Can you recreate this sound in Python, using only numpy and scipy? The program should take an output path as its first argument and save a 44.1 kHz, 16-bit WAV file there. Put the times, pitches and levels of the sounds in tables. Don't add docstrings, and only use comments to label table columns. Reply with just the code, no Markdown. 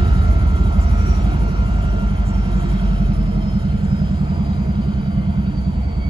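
import sys
import numpy as np
from scipy import signal
from scipy.fft import rfft, irfft, next_fast_len
from scipy.io import wavfile
from scipy.ndimage import uniform_filter1d

SR = 44100
rng = np.random.default_rng(int(sys.argv[2]) if len(sys.argv) > 2 else 0)


def wrap_up_sound(samples):
    columns = np.atleast_2d(samples).T
    tamed = np.clip(columns, -1, 1)
    steps = np.round(tamed * 32767).astype(np.int16)
    wavfile.write(sys.argv[1], SR, steps)


N = 268569
SIZE = next_fast_len(N)
TIME, FREQ = np.arange(N) / SR, np.fft.rfftfreq(SIZE, 1 / SR)

# (time [s], four-stroke rate [cycles/s], turbocharger blade tone [Hz])
ENGINE_SPEED = [(0, 6.169, 5595), (.45, 6.174, 5620), (.95, 6.228, 5655), (1.35, 6.25, 5662),
                (1.7, 6.287, 5660), (1.95, 6.27, 5645), (2.27, 6.195, 5570), (2.65, 6.11, 5480),
                (3, 5.95, 5370), (3.4, 5.825, 5215), (3.7, 5.69, 5100), (4.1, 5.487, 4945),
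                (4.55, 5.322, 4815), (5.3, 5.165, 4655), (6.09, 5.035, 4560)]
# (multiple of the cycle, relative level [dB])
FIRING_PARTS = [(8, 0), (9, -7), (10, -12)]
# (multiple of the cycle, relative level [dB])
UNEVEN_PARTS = [(9, -8), (10, -8), (11, -6), (12, -3), (13, -6), (14, -12), (15, -5), (16, -6), (17, -10),
                (19, -10)]
GEAR_TEETH_PER_CYCLE = [221.3, 442.6, 191.7, 110.6, 97.2]
# (time [s], then the level of each whine [dB])
GEAR_LEVELS = [(0, -37, -68, -63, -63, -64), (.4, -38, -65, -62, -60, -62), (.7, -39, -62, -62, -54, -60),
               (.87, -47, -72, -64, -40, -60), (1.05, -38, -54, -62, -44, -60),
               (1.33, -49, -59, -49, -55, -60), (1.45, -41.5, -52.5, -48, -53, -60),
               (2.03, -38, -53.5, -48, -60, -60), (2.13, -46.5, -63, -55, -56, -58),
               (2.6, -42, -55, -60, -52, -54), (2.75, -52, -61, -60, -50, -54),
               (2.9, -44, -63, -64, -43, -53), (3.15, -52, -55, -62, -49, -52),
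               (3.45, -50, -67, -68, -44, -54), (3.6, -63, -70, -68, -53, -46.5),
               (4.05, -58, -74, -70, -55, -49.5), (4.3, -48.5, -70, -66, -57, -51.5),
               (5.2, -52.5, -70, -72, -58, -57), (5.5, -55, -69, -69, -57, -50),
               (6.09, -56, -75, -71, -61.5, -51)]
# (time [s], level [dB])
TURBO_LEVEL = [(0, -58), (.2, -63), (.75, -65), (1, -53), (1.5, -58), (1.7, -66), (1.85, -57), (2.15, -67),
               (2.35, -59), (2.9, -59), (3.4, -57), (3.95, -55), (4.17, -61), (4.4, -56), (4.75, -57),
               (5.1, -61), (5.6, -57.5), (6.09, -55)]
# (time [s], blade tone [Hz], level [dB])
FAR_TURBO = [(3.9, 5480, -86), (4.8, 5460, -73), (6.09, 5440, -72)]
# (multiple of the cycle, relative level [dB])
SECOND_DRONE_PARTS = [(11, 0), (13, 0), (15.6, -10), (17, -8), (19, -12)]
# (multiple of the cycle, relative level [dB])
SECOND_GEAR_PARTS = [(212.6, 0)]
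# (time [s], level [dB])
SECOND_WHINE_LEVEL = [(0, -38), (.5, -39), (.75, -43), (1.15, -36), (1.3, -45), (1.6, -45), (1.9, -54),
                      (2.5, -52), (2.9, -58), (3.3, -49), (3.5, -60), (4, -80)]
# (time [s], fundamental [Hz], level [dB])
HUM_GLIDE = [(0, 34.6, -48), (1.4, 34.8, -42), (2, 35, -31), (3.6, 33.8, -33), (4.4, 34, -28),
             (5.3, 33.2, -29), (6.09, 32.5, -32)]
# (multiple of the fundamental, relative level [dB])
HUM_PARTS = [(1, -9), (2, 0)]
# (time [s], level [dB])
THUMP_LEVEL = [(0, -29.5), (1.2, -28), (2, -26), (2.8, -22.5), (4.2, -21.5), (5.5, -21.5), (6.09, -29)]
# (time [s], place in the turn [turns])
STROKE_PLACE = [(0, -.34), (1.8, -.34), (2.6, -.16), (3.2, -.08), (4.2, -.02), (5.4, .06), (6.09, .03)]
# (centre [Hz], width [Hz], relative level [dB], delay [s])
INTAKE_MODES = [(124, 31.4, -4.5, 0.00012), (149.7, 27.2, 0.5, 0.00061), (189.2, 28.7, 3, .014),
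                (208.4, 22.3, 0.5, .014)]
# (centre [Hz], width [Hz], relative level [dB], delay [s])
CASING_MODES = [(296, 20, -27, .014), (350, 20, -26, .014), (685, 40, -30, .014)]
# (time [s], level [dB])
CHIRP_LEVEL = [(1.5, -68), (2.5, -59), (3.5, -59), (4, -66)]
# (time [s], level [dB])
PUFF_LEVEL = [(0, -57), (1, -58), (2, -61), (2.6, -59), (3.4, -63), (4.4, -66), (6.09, -68)]
# (frequency [Hz], relative level [dB per Hz])
ROAR_COLOUR = [(215, 8.5), (250, 2.5), (330, 0.5), (450, -2.5), (540, -7), (690, 1.5), (780, -9), (950, -5),
               (1300, -20.5)]
# (frequency [Hz], relative level [dB per Hz])
AIR_COLOUR = [(900, -13), (1350, 3), (1650, -7), (2100, -8.5), (2600, -9), (3150, -13), (3600, -16.5),
              (4500, -18), (5500, -21.5), (6900, -23), (8300, -27.5), (9300, -45), (10700, -30.5),
              (14800, -44.5)]
# (time [s], hiss offset [dB], roar offset [dB])
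AIR_LIFT = [(0, -1, -0.5), (.7, 0.9, 0.8), (1, 1, 0.8), (1.33, 0.5, 1.1), (1.45, -1, 1.2), (2, -0.4, -0.8),
            (2.5, 0.5, 0), (3.3, 0.3, -1), (4, -0.1, -0.5), (4.8, 1.2, 0.5), (5.4, 0.9, 0.5),
            (6.09, -0.5, 2)]
# (frequency [Hz], relative level [dB per Hz])
RUMBLE_COLOUR = [(20, -31.5), (32, -20), (48, -32), (70, -6), (100, -9), (122, -12), (145, -5.5),
                 (170, -13), (205, -9), (250, -27.5)]
# (centre [Hz], width [Hz], level at the start [dB])
STACK_MODES = [(297, 16, -45), (350, 20, -52), (455, 22, -51), (625, 20, -50), (688, 30, -50)]
# (centre [Hz], width [Hz], relative level [dB])
HOOD_PANELS = [(1443, 78, 4), (2093, 60, 0), (2430, 72, -6.5), (2994, 39, -4), (3275, 69, -4),
               (3830, 53, -7), (4277, 71, -7), (4780, 66, -9), (6040, 81, -18.5)]
# (time [s], peak level [dB], half length [s])
SPITS = [(.826, -50, .016), (2.285, -49.5, .02), (2.59, -56, .025), (3.85, -54, .008)]
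# (time [s], tone [Hz], peak level [dB], half length [s])
SQUEALS = [(5.68, 2255, -57, .06), (5.83, 2248, -49, .05), (5.93, 2240, -52, .04), (6.05, 2235, -43, .045)]
# (frequency [Hz], left minus right [dB], left lag beyond the path [rad], share heard alike)
PORTS = [(40, 4.5, -0.47, 0.57), (141, -3.5, 0.057, 1), (284, 1, 0.038, 1), (417, 1.5, 0.82, 0.9),
         (610, -0.5, 0.96, 0.94), (872, -8, -0.0096, 0.98), (1090, 3.5, 0.75, 0.5), (1378, -1.5, -0.14, 1),
         (2240, 2.5, -0.23, 0.05), (3080, 1.5, -0.022, 0.99), (4360, 0.5, -1.47, 0.57),
         (5620, -3, 1.2, 0.2), (7040, 0, 1.55, 0.77), (8700, -1, 1.5, 1), (11400, 0.5, 0.95, 1),
         (14000, -1.5, 1.3, .85)]

LOADED_CYCLES_PER_S = 6.25
FIRING_DB, FIRING_SAG_DB, FIRING_IDLE_DB = -16.5, 17.5, -32.5
UNEVEN_DB, UNEVEN_RISE_DB = -32.5, 6.5
FLUTTER_RAD, FLUTTER_RAD_PER_KHZ = .75, .75
SECOND_DB, SECOND_FADE_DB_PER_S2 = -19, 2.5
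DRONE_PER_TURN = 30.38
COMPRESSOR_TURNS_PER_S, SLOWS_FROM_S, SLOWING_PER_S = 11.87, 1.55, .0427
TURNS_PER_CYCLE = 1.978
PUFF_OPENS_TURN, PUFF_HOLD_TURN, PUFF_DIES_TURN, CHIRP_TURN = .56, .44, .14, .74
ROAR_DB, AIR_DB, RUMBLE_DB, RATTLE_DB = -31, -41.5, -24.5, -52.5
RATTLE_FITS_DB, RATTLES_PER_S, RATTLE_SCATTER_DB = 2.5, 450, 3
START_M, RECEDES_M_PER_S = 37, 8.13
RUMBLE_SHARE = 0.41
SHED_ECHO_S, SHED_ECHO_DB = .068, -10
LEFT_LAG_S, TOP_HZ, EDGE_SAMPLES = 11 / 44100, 12800, 2048


def undb(db):
    return 10 ** (np.asarray(db) / 20)


def unit(x):
    return x / np.sqrt(np.mean(x ** 2))


def curves(table):
    s, *columns = np.transpose(table)
    return [np.interp(TIME, s, c) for c in columns]


def over_freq(table):
    hz, *columns = np.transpose(table)
    return [np.interp(np.log(FREQ + 1), np.log(hz), c) for c in columns]


def walk(rate_hz):
    hold = int(SR / rate_hz)
    steps = np.repeat(rng.standard_normal(N // hold + 1), hold)
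    return 1.38 * uniform_filter1d(uniform_filter1d(steps, hold), hold)[:N]


def swell(centre_s, db, half_s):
    return undb(db) * np.exp(-.5 * ((TIME - centre_s) / half_s) ** 2)


def turns(rate_hz):
    return np.cumsum(uniform_filter1d(rate_hz, SR // 4)) / SR


def tones(turn, parts, waver_db, waver_hz, slip_rad):
    total = 0
    for multiple, db in parts:
        level = np.sqrt(2) * undb(db + waver_db * walk(waver_hz))
        phase = 2 * np.pi * (multiple * turn + rng.random()) + slip_rad * walk(waver_hz)
        total = total + level * np.sin(phase)
    return total


def whistle(hz, db, waver_db, waver_hz, slip_rad):
    return undb(db) * tones(turns(hz), [(1, 0)], waver_db, waver_hz, slip_rad)


def resonance(hz, width_hz):
    return 1j * FREQ * width_hz / (hz ** 2 - FREQ ** 2 + 1j * FREQ * width_hz)


def filtered(spectrum, response):
    return irfft(spectrum * response, SIZE)[..., :N]


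def band(x, low_hz, high_hz):
    return signal.sosfilt(signal.butter(4, [low_hz, high_hz], "band", fs=SR, output="sos"), x)


def noise(colour, flicker_db, swell_db):
    spectrum = rfft(rng.standard_normal((2, SIZE))) * undb(over_freq(colour)[0])
    edges_hz = [hz for hz, _ in colour]
    surge_db = swell_db * walk(3)
    total = 0
    for low_hz, high_hz in zip(edges_hz[:-1], edges_hz[1:]):
        inside = (FREQ >= low_hz) & (FREQ < high_hz)
        total = total + undb(surge_db + flicker_db * walk(11)) * filtered(spectrum, inside)
    return total


def distance_db():
    return -20 * np.log10(1 + RECEDES_M_PER_S * TIME / START_M)


def compressor_rate():
    return COMPRESSOR_TURNS_PER_S * np.exp(-SLOWING_PER_S * np.maximum(TIME - SLOWS_FROM_S, 0))


def engines():
    return first_engine() + second_engine() + hum() + turbochargers()


def first_engine():
    speed, _ = curves(ENGINE_SPEED)
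    cycle = turns(speed)
    lost = np.maximum(LOADED_CYCLES_PER_S - speed, 0)
    firing_db = np.maximum(FIRING_DB - FIRING_SAG_DB * lost ** 2, FIRING_IDLE_DB)
    firing_db = firing_db + RUMBLE_SHARE * distance_db()
    uneven_db = UNEVEN_DB + UNEVEN_RISE_DB * lost
    firing = undb(firing_db) * tones(cycle, FIRING_PARTS, waver_db=1.3, waver_hz=5, slip_rad=.12)
    uneven = undb(uneven_db) * tones(cycle, UNEVEN_PARTS, waver_db=2, waver_hz=2.5, slip_rad=.3)
    gear_parts = zip(GEAR_TEETH_PER_CYCLE, curves(GEAR_LEVELS))
    gears = tones(cycle, gear_parts, waver_db=1.3, waver_hz=14, slip_rad=.35)
    return firing + uneven + gears


def turbochargers():
    _, blade_hz = curves(ENGINE_SPEED)
    blade_db, = curves(TURBO_LEVEL)
    blade_db = blade_db + 2.4 * walk(20)
    flutter_rad = FLUTTER_RAD + FLUTTER_RAD_PER_KHZ * (blade_hz - blade_hz.min()) / 1000
    far_hz, far_db = curves(FAR_TURBO)
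    near = whistle(blade_hz, blade_db, waver_db=3, waver_hz=100, slip_rad=flutter_rad)
    far = whistle(far_hz, far_db, waver_db=3, waver_hz=100, slip_rad=flutter_rad)
    return near + far


def second_engine():
    cycle = turns(compressor_rate() / TURNS_PER_CYCLE)
    drone_db = SECOND_DB - SECOND_FADE_DB_PER_S2 * TIME ** 2
    drone = undb(drone_db) * tones(cycle, SECOND_DRONE_PARTS, waver_db=1.2, waver_hz=3, slip_rad=.25)
    whine = tones(cycle, SECOND_GEAR_PARTS, waver_db=1.1, waver_hz=12, slip_rad=.6)
    return drone + undb(*curves(SECOND_WHINE_LEVEL)) * whine


def hum():
    hz, db = curves(HUM_GLIDE)
    steady = undb(db) * tones(turns(hz), HUM_PARTS, waver_db=1, waver_hz=3, slip_rad=.2)
    drone = tones(turns(compressor_rate()), [(DRONE_PER_TURN, 0)], waver_db=2, waver_hz=4, slip_rad=.3)
    return steady + swell(centre_s=2.75, db=-44, half_s=.4) * drone


def compressor(turn):
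    pulses = strokes(turn - curves(STROKE_PLACE)[0])
    pipe = 0
    for k, (hz, width_hz, db, delay_s) in enumerate(INTAKE_MODES + CASING_MODES):
        delay = np.exp(-2j * np.pi * FREQ * delay_s)
        pipe = pipe + (-1) ** k * undb(db) * resonance(hz, width_hz) ** 3 * delay
    thump = undb(*curves(THUMP_LEVEL)) * unit(filtered(rfft(pulses, SIZE), pipe))
    plate = tones(3150 * TIME, [(1, 0)], waver_db=2, waver_hz=60, slip_rad=1.2)
    gate = chirp_gate(turn - CHIRP_TURN, sharpness=1.5) * undb(1.5 * walk(10))
    return thump + undb(*curves(CHIRP_LEVEL)) * gate * plate


def strokes(turn):
    count = np.floor(turn)
    return np.diff(count, prepend=count[0]) * undb(.9 * rng.standard_normal(N))


def chirp_gate(turn, sharpness):
    return unit(np.exp(sharpness * np.cos(2 * np.pi * turn)) * undb(0.5 * walk(4.5)))


def airflow(turn):
    far_db = distance_db()
    hiss_db, lift_db = curves(AIR_LIFT)
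    rumble = unit(noise(RUMBLE_COLOUR, flicker_db=1, swell_db=.5))
    roar = noise(ROAR_COLOUR, flicker_db=1.7, swell_db=.55)
    roar = roar / np.std(band(roar, 240, 1100))
    air = noise(AIR_COLOUR, flicker_db=1.18, swell_db=0.86)
    air = air / np.std(band(air, 1500, 8500))
    out = undb(RUMBLE_DB + RUMBLE_SHARE * far_db) * rumble + stack()
    out = out + undb(ROAR_DB + far_db + lift_db) * roar
    out = out + undb(AIR_DB + far_db + hiss_db) * air
    return out + undb(hiss_db) * rattle() + valve_air(turn)


def stack():
    white = rfft(rng.standard_normal((2, SIZE)))
    total = 0
    for hz, width_hz, db in STACK_MODES:
        level_db = db + 3.96 * walk(5) + RUMBLE_SHARE * distance_db()
        total = total + undb(level_db) * unit(filtered(white, resonance(hz, width_hz) ** 2))
    return total


def valve_air(turn):
    white = rfft(rng.standard_normal((2, SIZE)))
    valve = resonance(10190, 2000) ** 2
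    valve = valve + undb(-10.0) * resonance(12100, 7000) ** 2 + undb(1.0) * resonance(6700, 600) ** 2
    drain = resonance(7070, 1900) ** 2 + undb(-16) * resonance(5500, 5000) ** 2
    puffs = undb(*curves(PUFF_LEVEL)) * blow(turn) * unit(filtered(white, valve))
    spits = sum(swell(*spit) for spit in SPITS)
    return puffs + spits * unit(filtered(white, drain))


def blow(turn):
    opened = turn - PUFF_OPENS_TURN
    strength = undb(1.5 * rng.standard_normal(N)[np.floor(opened + 1).astype(int)])
    flow = strength * np.exp(-np.maximum(opened % 1 - PUFF_HOLD_TURN, 0) / PUFF_DIES_TURN)
    return unit(0.14 + uniform_filter1d(flow, size=SR // 200))


def rattle():
    total = 0
    for hz, width_hz, db in HOOD_PANELS:
        hits = rng.random((2, N)) < RATTLES_PER_S / SR
        knocks = hits * undb(RATTLE_SCATTER_DB * rng.standard_normal(N))
        pole = np.exp(-np.pi * width_hz / SR)
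        ring = signal.lfilter([1], [1, -2 * pole * np.cos(2 * np.pi * hz / SR), pole ** 2], knocks)
        total = total + undb(db + RATTLE_FITS_DB * walk(7)) * unit(ring)
    return undb(RATTLE_DB + distance_db()) * total


def squeal():
    total = 0
    for centre_s, hz, db, half_s in SQUEALS:
        tone = tones(hz * TIME, [(1, 0)], waver_db=1.5, waver_hz=30, slip_rad=.9)
        total = total + swell(centre_s, db, half_s) * tone
    return total


def scene():
    turn = turns(compressor_rate())
    out = airflow(turn)
    pump = compressor(turn)
    echo = undb(SHED_ECHO_DB) * np.interp(TIME - SHED_ECHO_S, TIME, pump)
    machines = engines() + squeal() + pump + echo
    out[0] += machines
    late = np.interp(TIME - SHED_ECHO_S, TIME, machines)
    out[1] += undb(-4) * band(late, 1000, 9000)
    return out


def record(dry):
    padded = np.pad(dry, ((0, 0), (EDGE_SAMPLES, EDGE_SAMPLES)), mode="reflect", reflect_type="odd")
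    length = padded.shape[1]
    padded = padded * signal.windows.tukey(length, 2 * EDGE_SAMPLES / length)
    size = next_fast_len(length)
    hz = np.fft.rfftfreq(size, 1 / SR)
    pan_db, lag_rad, alike = (np.interp(hz, FREQ, c) for c in over_freq(PORTS))
    alike = np.clip(alike, 0, 1)
    straight, scattered = rfft(padded, size)
    left = alike * straight + np.sqrt(1 - alike ** 2) * scattered
    left = left * np.exp(-1j * (2 * np.pi * hz * LEFT_LAG_S + lag_rad))
    ports = irfft(np.array([left * undb(pan_db / 2), straight * undb(-pan_db / 2)]), size)
    low_pass = signal.ellip(8, .2, 70, TOP_HZ, fs=SR, output="sos")
    return signal.sosfilt(low_pass, ports)[:, EDGE_SAMPLES:EDGE_SAMPLES + N]


dry = scene()
out = record(dry)
wrap_up_sound(out)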